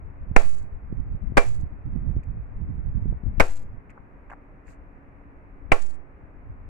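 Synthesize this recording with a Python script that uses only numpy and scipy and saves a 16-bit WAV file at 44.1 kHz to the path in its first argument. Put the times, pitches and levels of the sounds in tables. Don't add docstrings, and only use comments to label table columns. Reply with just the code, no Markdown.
import sys
import numpy as np
from scipy import signal
from scipy.fft import rfft, irfft, next_fast_len
from scipy.io import wavfile
from scipy.ndimage import uniform_filter1d, minimum_filter1d, map_coordinates

SR = 44100
rng = np.random.default_rng(int(sys.argv[2]) if len(sys.argv) > 2 else 0)


def to_wav(sig):
    pcm = np.clip(np.atleast_2d(sig), -1, 1) * 32767
    pcm = np.round(pcm).astype(np.int16)
    wavfile.write(sys.argv[1], SR, pcm.T)


N = 295026
TIME = np.arange(N) / SR
AFTER = np.arange(SR // 2) / SR

# start in seconds, time to full depth in seconds, crack level in dB, crack t60 in seconds,
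# stopping thud over the crack in dB, pole ring in dB, blade ring in dB,
# frequency in Hz above which the treble of the crack is held back,
# body, knock, hollow and snap bands in dB, left over right in dB, length of the chip patter in seconds,
# left and right surge (linear), draught of the swing in dB, draught left over right in dB.
BLOWS = [(.363, .0024, -8, 0.025, 0, -15.5, -33.5, 2640, -3, 2.5, -7.5, 1, 1.4, 0.26, -0.088, 0.98, -33.5, -10),
         (1.3707, .0082, -6.5, 0.053, -8.5, -9.5, -18.5, 2678, 0.5, 0.5, 1, 0, 1.5, 0.2, -0.14, 0.53, -29.5, 16),
         (3.3992, .007, -7.5, .05, -5, -9, -38.5, 2928, 1, -2, -1.5, -7.5, -2.5, .22, -0.44, -0.19, -27.5, 12.5),
         (5.7184, .003, -10, 0.043, 0, -15, -35, 2910, 2, 1.5, 4.5, 2.5, 4, .2, 0, -0.53, -39, 12.5)]
# frequency in Hz, correlation from -1 to 1.
LIKENESS = [(60, 0.9), (130, 0.71), (290, 0.97), (640, 0.23), (1410, -0.23), (3100, 0.23), (6800, 0.3)]


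def chops(chips_db=-50, yard_db=-17):
    # centre in Hz, width in octaves.
    wood_bands = [(490, .22), (730, .18), (1080, .06), (2650, .2)]
    # frequency in Hz, left over right in dB.
    port_colour = [(300, 2.5), (700, 5), (1300, -2), (2300, -1.5), (4200, 1), (5500, 1), (7300, 14.5),
                   (10000, -2), (15000, -5.5)]
    blows, surges = np.zeros((2, N)), np.zeros((2, N))
    for (s, depth_s, crack_db, t60, stop_db, ring_db, blade_db, hold_hz, *bands_db,
         balance_db, patter_s, left, right, _, _) in BLOWS:
        direct = amp(crack_db) * crack(depth_s, t60, stop_db, hold_hz)
        direct = direct + amp(ring_db) * ring(depth_s) + amp(blade_db) * blade()
        place = lambda hz: amp(sum(db * bell(hz, *band) for db, band in zip(bands_db, wood_bands)))
        struck = sides(balance_db) * filtered(direct, place)
        echo = amp(crack_db + yard_db) * yard()
        debris = amp(chips_db) * chips(patter_s) + flakes()
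        add(blows, s, struck + echo + debris)
        add(surges, s, np.outer([left, right], surge(depth_s)))
    return filtered(blows, lambda hz: sides(along(port_colour, hz))) + surges


def crack(depth_s, t60, stop_db, hold_hz, entry_db=-4, treble_db=-19, soft_db=-8, thin_hz=380, alike=0.16):
    # frequency in Hz, density in dB per Hz.
    fibre_colour = [(60, -2), (200, 1), (330, -4.5), (480, 4.5), (780, 1.5), (1000, -3), (1500, -3.5),
                    (2100, -3), (2700, -3.5), (4500, -6), (8000, -8.5), (11000, -20.5), (15500, -20)]
    above = lambda hz: 1 - 1 / (1 + (hz / (1.003 * hold_hz)) ** 20)
    colour = lambda hz: amp(along(fibre_colour, hz) + treble_db * above(hz))
    sinking_db = entry_db * (1 - AFTER / depth_s)
    stopped_db = -60 * (AFTER - depth_s) / t60
    force = amp(np.where(AFTER < depth_s, sinking_db, stopped_db))
    snaps = unit(noise(len(AFTER), colour, lambda hz: alike) * force)
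    snaps = snaps * np.sqrt(np.mean(force ** 2))
    radiated = lambda hz: hz ** 2 / (hz ** 2 + thin_hz ** 2)
    click = impulse(lambda hz: colour(hz) * radiated(hz) * amp(soft_db * above(hz)))
    thud = click * amp(stop_db) * np.linalg.norm(force)
    add(snaps, depth_s - .0007, np.outer([0, 1], thud))
    add(snaps, depth_s - .0003, np.outer([1, 0], thud))
    return snaps


def ring(depth_s, t60_at_500=0.14, damping_slope=0.4, scatter_db=-2.0, detune=0.0042):
    # frequency in Hz, relative level in dB.
    pole_modes = [(408, -5), (495, -2.5), (578, -1), (678, 0.5), (760, -2), (838, -2.5), (985, -15),
                  (1112, -1), (1275, -9), (1366, 0), (1570, -7.5), (1812, -12), (1975, -11)]
    hz, db = np.transpose(pole_modes)[:, :, None]
    t60 = t60_at_500 * (hz / 500) ** -damping_slope
    size, shift, phase, apart = rng.standard_normal((4, len(pole_modes), 1))
    modes = amp(db + scatter_db * size - 60 * AFTER / t60)
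    angle = 2 * np.pi * (hz * (1 + detune * shift) * AFTER + phase)
    pair = np.array([np.sum(modes * np.sin(angle + side * apart / 2), axis=0) for side in (1, -1)])
    rise = 1 - np.exp(-(AFTER / depth_s) ** 2)
    return pair * rise / np.linalg.norm(amp(db))


def blade(blade_hz=2345, t60=0.14, rise_s=0.0064):
    phase = rng.random() + np.array([[0], [1 / 10]])
    tone = np.sin(2 * np.pi * (blade_hz * AFTER + phase))
    return tone * amp(-60 * AFTER / t60) * (1 - np.exp(-AFTER / rise_s))


def yard(build_s=0.0097):
    # frequency in Hz, relative level in dB.
    echo_colour = [(100, -20), (350, 2.5), (700, 4.5), (1100, -0.5), (2500, -6), (3200, -18.5), (8000, -24),
                   (15000, -40)]
    # frequency in Hz, t60 in seconds.
    echo_decay = [(200, 0.2), (800, 0.25), (2400, 0.28), (8000, 0.36)]
    echo = noise(len(AFTER), lambda hz: amp(along(echo_colour, hz)), lambda hz: along(LIKENESS, hz))
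    hz, t, z = signal.stft(echo, SR, nperseg=256)
    decay = amp(-60 * t / along(echo_decay, hz)[:, None])
    tail = signal.istft(z * decay, SR, nperseg=256)[1][:, :len(AFTER)]
    return tail * (1 - np.exp(-AFTER / build_s))


def chips(patter_s, fade_db=13, shut_s=0.032):
    shut = (1 - np.tanh((AFTER - patter_s) / shut_s)) / 2
    return patter(len(AFTER)) * amp(-fade_db * AFTER / patter_s) * shut


def flakes(count=3, first_db=-50.5, loss_db=7, width_s=.007):
    flight_s, gap_s, scatter_s = .115, .06, 0.0092
    out = np.zeros((2, len(AFTER)))
    shape = swell(width_s)
    for k, chance in enumerate(rng.standard_normal(count)):
        landing_s = flight_s + k * gap_s + chance * scatter_s
        flake = amp(first_db - k * loss_db) * shape * patter(len(shape))
        add(out, landing_s - len(shape) / SR / 2, flake)
    return out


def patter(n, bed=.65):
    # frequency in Hz, relative level in dB.
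    chip_colour = [(800, -11), (2400, -0.5), (3300, -11.5), (4500, -1), (5400, -7), (7400, 5), (9000, -7),
                   (12000, -15), (15500, -16.5)]
    chance, size = rng.random(n), np.minimum(rng.exponential(size=n), 3)
    ticks = (chance < 450 / SR) * amp(7 * size)
    grains = unit(signal.fftconvolve(ticks, np.exp(-AFTER / .0011))[:n])
    return unit((bed + grains) * noise(n, lambda hz: amp(along(chip_colour, hz)), lambda hz: 0))


def surge(depth_s, delay_s=0.0012, rise_s=0.00098, push_s=.022, recover_s=0.049, undershoot=1.0):
    t = np.maximum(AFTER - depth_s - delay_s, 0)
    push = (1 - np.exp(-t / rise_s)) * (1 + t / push_s) * np.exp(-t / push_s)
    return push - undershoot * (t / recover_s) ** 2 * np.exp(-1.2 * t / recover_s)


def rubs(rough_db=6.5, dull_hz=2700):
    # time of the peak in seconds, bell width (sigma) in seconds,
    # level in dB, centre in Hz, width in octaves, hiss level in dB.
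    slip_rows = [(2.237, 0.0032, -54, 2150, .27, -71), (3.905, 0.0057, -46.5, 1700, 0.8, -71),
                 (3.966, .0088, -51, 730, 0.63, -99), (3.982, 0.0027, -42, 977, 0.49, -92),
                 (4.304, 0.0031, -43, 1294, .9, -70.5), (4.325, .009, -39.5, 990, 0.6, -75.5),
                 (4.705, 0.023, -58.5, 2220, 0.77, -65)]
    out = np.zeros((2, N))
    for s, width_s, db, centre_hz, octaves, hiss_db in slip_rows:
        shape = swell(width_s)
        n = len(shape)
        wood = lambda hz: bell(hz, centre_hz, octaves) / (1 + (hz / dull_hz) ** 20)
        rough = unit(filtered(rng.standard_normal(n), lambda hz: np.exp(-hz / 200)))
        slips = unit(amp(rough_db * rough))
        rub = amp(db) * slips * noise(n, wood, lambda hz: .4)
        hiss = amp(hiss_db) * patter(n, bed=2.3)
        add(out, s - 3 * width_s, (rub + hiss) * shape)
    return out


def wind(buffet_db=-1, flutter_db=-9, strong_db=-21, brightening=0.6, lumps_db=6.0, flutter_lumps_db=4.5):
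    # frequency in Hz, relative level in dB.
    buffet_colour = [(12, -2.5), (28, 3), (70, 0), (130, -11.5), (220, -27), (400, -42), (900, -79),
                     (3000, -120)]
    # frequency in Hz, relative level in dB.
    flutter_colour = [(40, -14), (110, 4), (200, -2), (300, -13), (500, -34.5), (1000, -46), (2500, -80),
                      (4000, -120)]
    # time in seconds, level in dB, rate in Hz, left over right in dB.
    eddies = [(.314, -21.5, 95, -17.5), (.927, -19.5, 126, -19), (1.322, -21.5, 107, 27.5),
              (1.635, -22.5, 83, -15.5), (2.166, -23.5, 140, -1), (3.058, -20, 130, -9.5),
              (3.127, -31, 260, 7), (3.237, -26, 120, 26), (3.382, -19, 80, 21.5)]
    flow, flutter = airflow()
    low = amp(buffet_db) * flow * noise(N, lambda hz: amp(along(buffet_colour, hz)), lambda hz: .1)
    fast_flow = amp(flutter_db) * flutter * (flutter / amp(strong_db)) ** brightening
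    fast = fast_flow * noise(N, lambda hz: amp(along(flutter_colour, hz)), lambda hz: .1)
    out = lumps(lumps_db) * (low + lumps(flutter_lumps_db) * fast)
    for s, db, hz, balance_db in eddies:
        u = 2 * np.pi * hz * (TIME - s)
        out += amp(db) * sides(balance_db) * 2 * u / (1 + u * u / 2) ** 2
    return out


def airflow(breeze_balance_db=5.5, gust_balance_db=-15.5, swing_s=0.14):
    # time in seconds, level in dB.
    breeze = [(0, -36.5), (1.2, -36), (3.45, -33.5), (3.85, -49.5), (5.3, -49), (6, -51.5), (6.69, -40)]
    # start in seconds, length in seconds, level in dB, flutter flow over buffeting flow in dB.
    gust_rows = [(0.908, 0.25, -28.5, -1.5), (1.476, .17, -31, -2.5), (1.872, 0.31, -24.5, 1),
                 (2.278, 0.1, -29.5, -5.5), (2.577, 0.35, -27.5, 1), (2.955, .16, -25, -0.5),
                 (3.649, .12, -33.5, 1), (6.462, 0.11, -38.5, -5)]
    flows = [amp(np.interp(TIME, *np.transpose(breeze))) * sides(breeze_balance_db)]
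    for s, *_, db, balance_db in BLOWS:
        flows.append(amp(db) * sides(balance_db) * gust(s - swing_s, swing_s))
    gusts = [amp(db) * sides(gust_balance_db) * gust(s, length_s) for s, length_s, db, _ in gust_rows]
    flutters = [amp(over_db) * push for (*_, over_db), push in zip(gust_rows, gusts)]
    return np.linalg.norm(flows + gusts, axis=0), np.linalg.norm(flows + flutters, axis=0)


def gust(start_s, length_s, attack_s=.025, release_s=.026):
    early = np.maximum(start_s - TIME, 0)
    late = np.maximum(TIME - start_s - length_s, 0)
    return np.exp(-(early / attack_s) ** 2 - (late / release_s) ** 2)


def lumps(depth_db, per_s=30, even_s=.2):
    gain = amp(depth_db * np.tanh([wobble(per_s), wobble(per_s)]))
    return gain / np.sqrt(uniform_filter1d(gain ** 2, int(even_s * SR)))


def background(air_db=-50, hum_hz=279):
    # frequency in Hz, relative level in dB.
    air_colour = [(15, -10), (28, 2), (55, -3.5), (120, -10), (260, -13), (480, -17), (1200, -22),
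                  (2100, -28), (2550, -34), (3150, -54), (4200, -63), (15000, -69)]
    # time in seconds, level in dB.
    hum_level = [(0, -67), (3.8, -65.5), (4.6, -57.5), (6.2, -66.5), (6.69, -58.5)]
    air = noise(N, lambda hz: amp(along(air_colour, hz)), lambda hz: along(LIKENESS, hz))
    air = air * amp(air_db + 0.1 * wobble(3.3))
    cycles = np.cumsum(hum_hz + 4 * wobble(18)) / SR
    hum = np.sqrt(2) * np.sin(2 * np.pi * cycles) * amp(2 * wobble(9))
    return air + hum * amp(np.interp(TIME, *np.transpose(hum_level)))


def amp(db):
    return 10 ** (np.asarray(db) / 20)


def unit(x):
    return x / np.sqrt(np.mean(x ** 2) + 1e-20)


def along(points, hz):
    f, v = np.transpose(points)
    return np.interp(np.log(hz + 1), np.log(f + 1), v)


def bell(hz, centre_hz, octaves):
    return np.exp(-(np.log2((hz + 1) / centre_hz) / octaves) ** 2 / 2)


def sides(balance_db):
    g = amp(np.array([np.atleast_1d(balance_db), -np.atleast_1d(balance_db)]) / 2)
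    return g / np.sqrt(np.mean(g ** 2, axis=0))


def wobble(rate):
    return map_coordinates(rng.standard_normal(int(N * rate / SR) + 4), [TIME * rate])


def swell(width_s):
    return np.exp(-np.linspace(-3, 3, int(6 * width_s * SR)) ** 2 / 2)


def filtered(x, response):
    n = x.shape[-1]
    m = next_fast_len(n + 8192)
    return irfft(rfft(x, m) * response(np.fft.rfftfreq(m, 1 / SR)), m)[..., :n]


def noise(n, gain, alike):
    turn = lambda hz: np.arccos(np.clip(alike(hz), -1, 1)) / 2 * np.ones_like(hz)
    shares = lambda hz: gain(hz) * np.array([np.cos(turn(hz)), np.sin(turn(hz))])
    mid, side = filtered(rng.standard_normal((2, n)), shares)
    return unit(np.array([mid + side, mid - side]))


def impulse(colour, size=4096):
    cepstrum = irfft(np.log(colour(np.fft.rfftfreq(size, 1 / SR)) + 1e-6))
    cepstrum[1:size // 2] *= 2
    cepstrum[size // 2 + 1:] = 0
    click = irfft(np.exp(rfft(cepstrum)))
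    return click / np.linalg.norm(click)


def add(track, s, sound):
    part = track[:, max(round(s * SR), 0):][:, :sound.shape[1]]
    part += sound[:, :part.shape[1]]


def scene():
    return chops() + rubs() + wind() + background()


def record(dry, dull_hz=14000, top_hz=15850):
    needed = 1 / np.maximum(np.abs(dry), 1)
    held = dry * uniform_filter1d(minimum_filter1d(needed, size=17), size=17)
    return filtered(held, lambda hz: (hz < top_hz) / np.sqrt(1 + (hz / dull_hz) ** 8))


dry = scene()
out = record(dry)
to_wav(out)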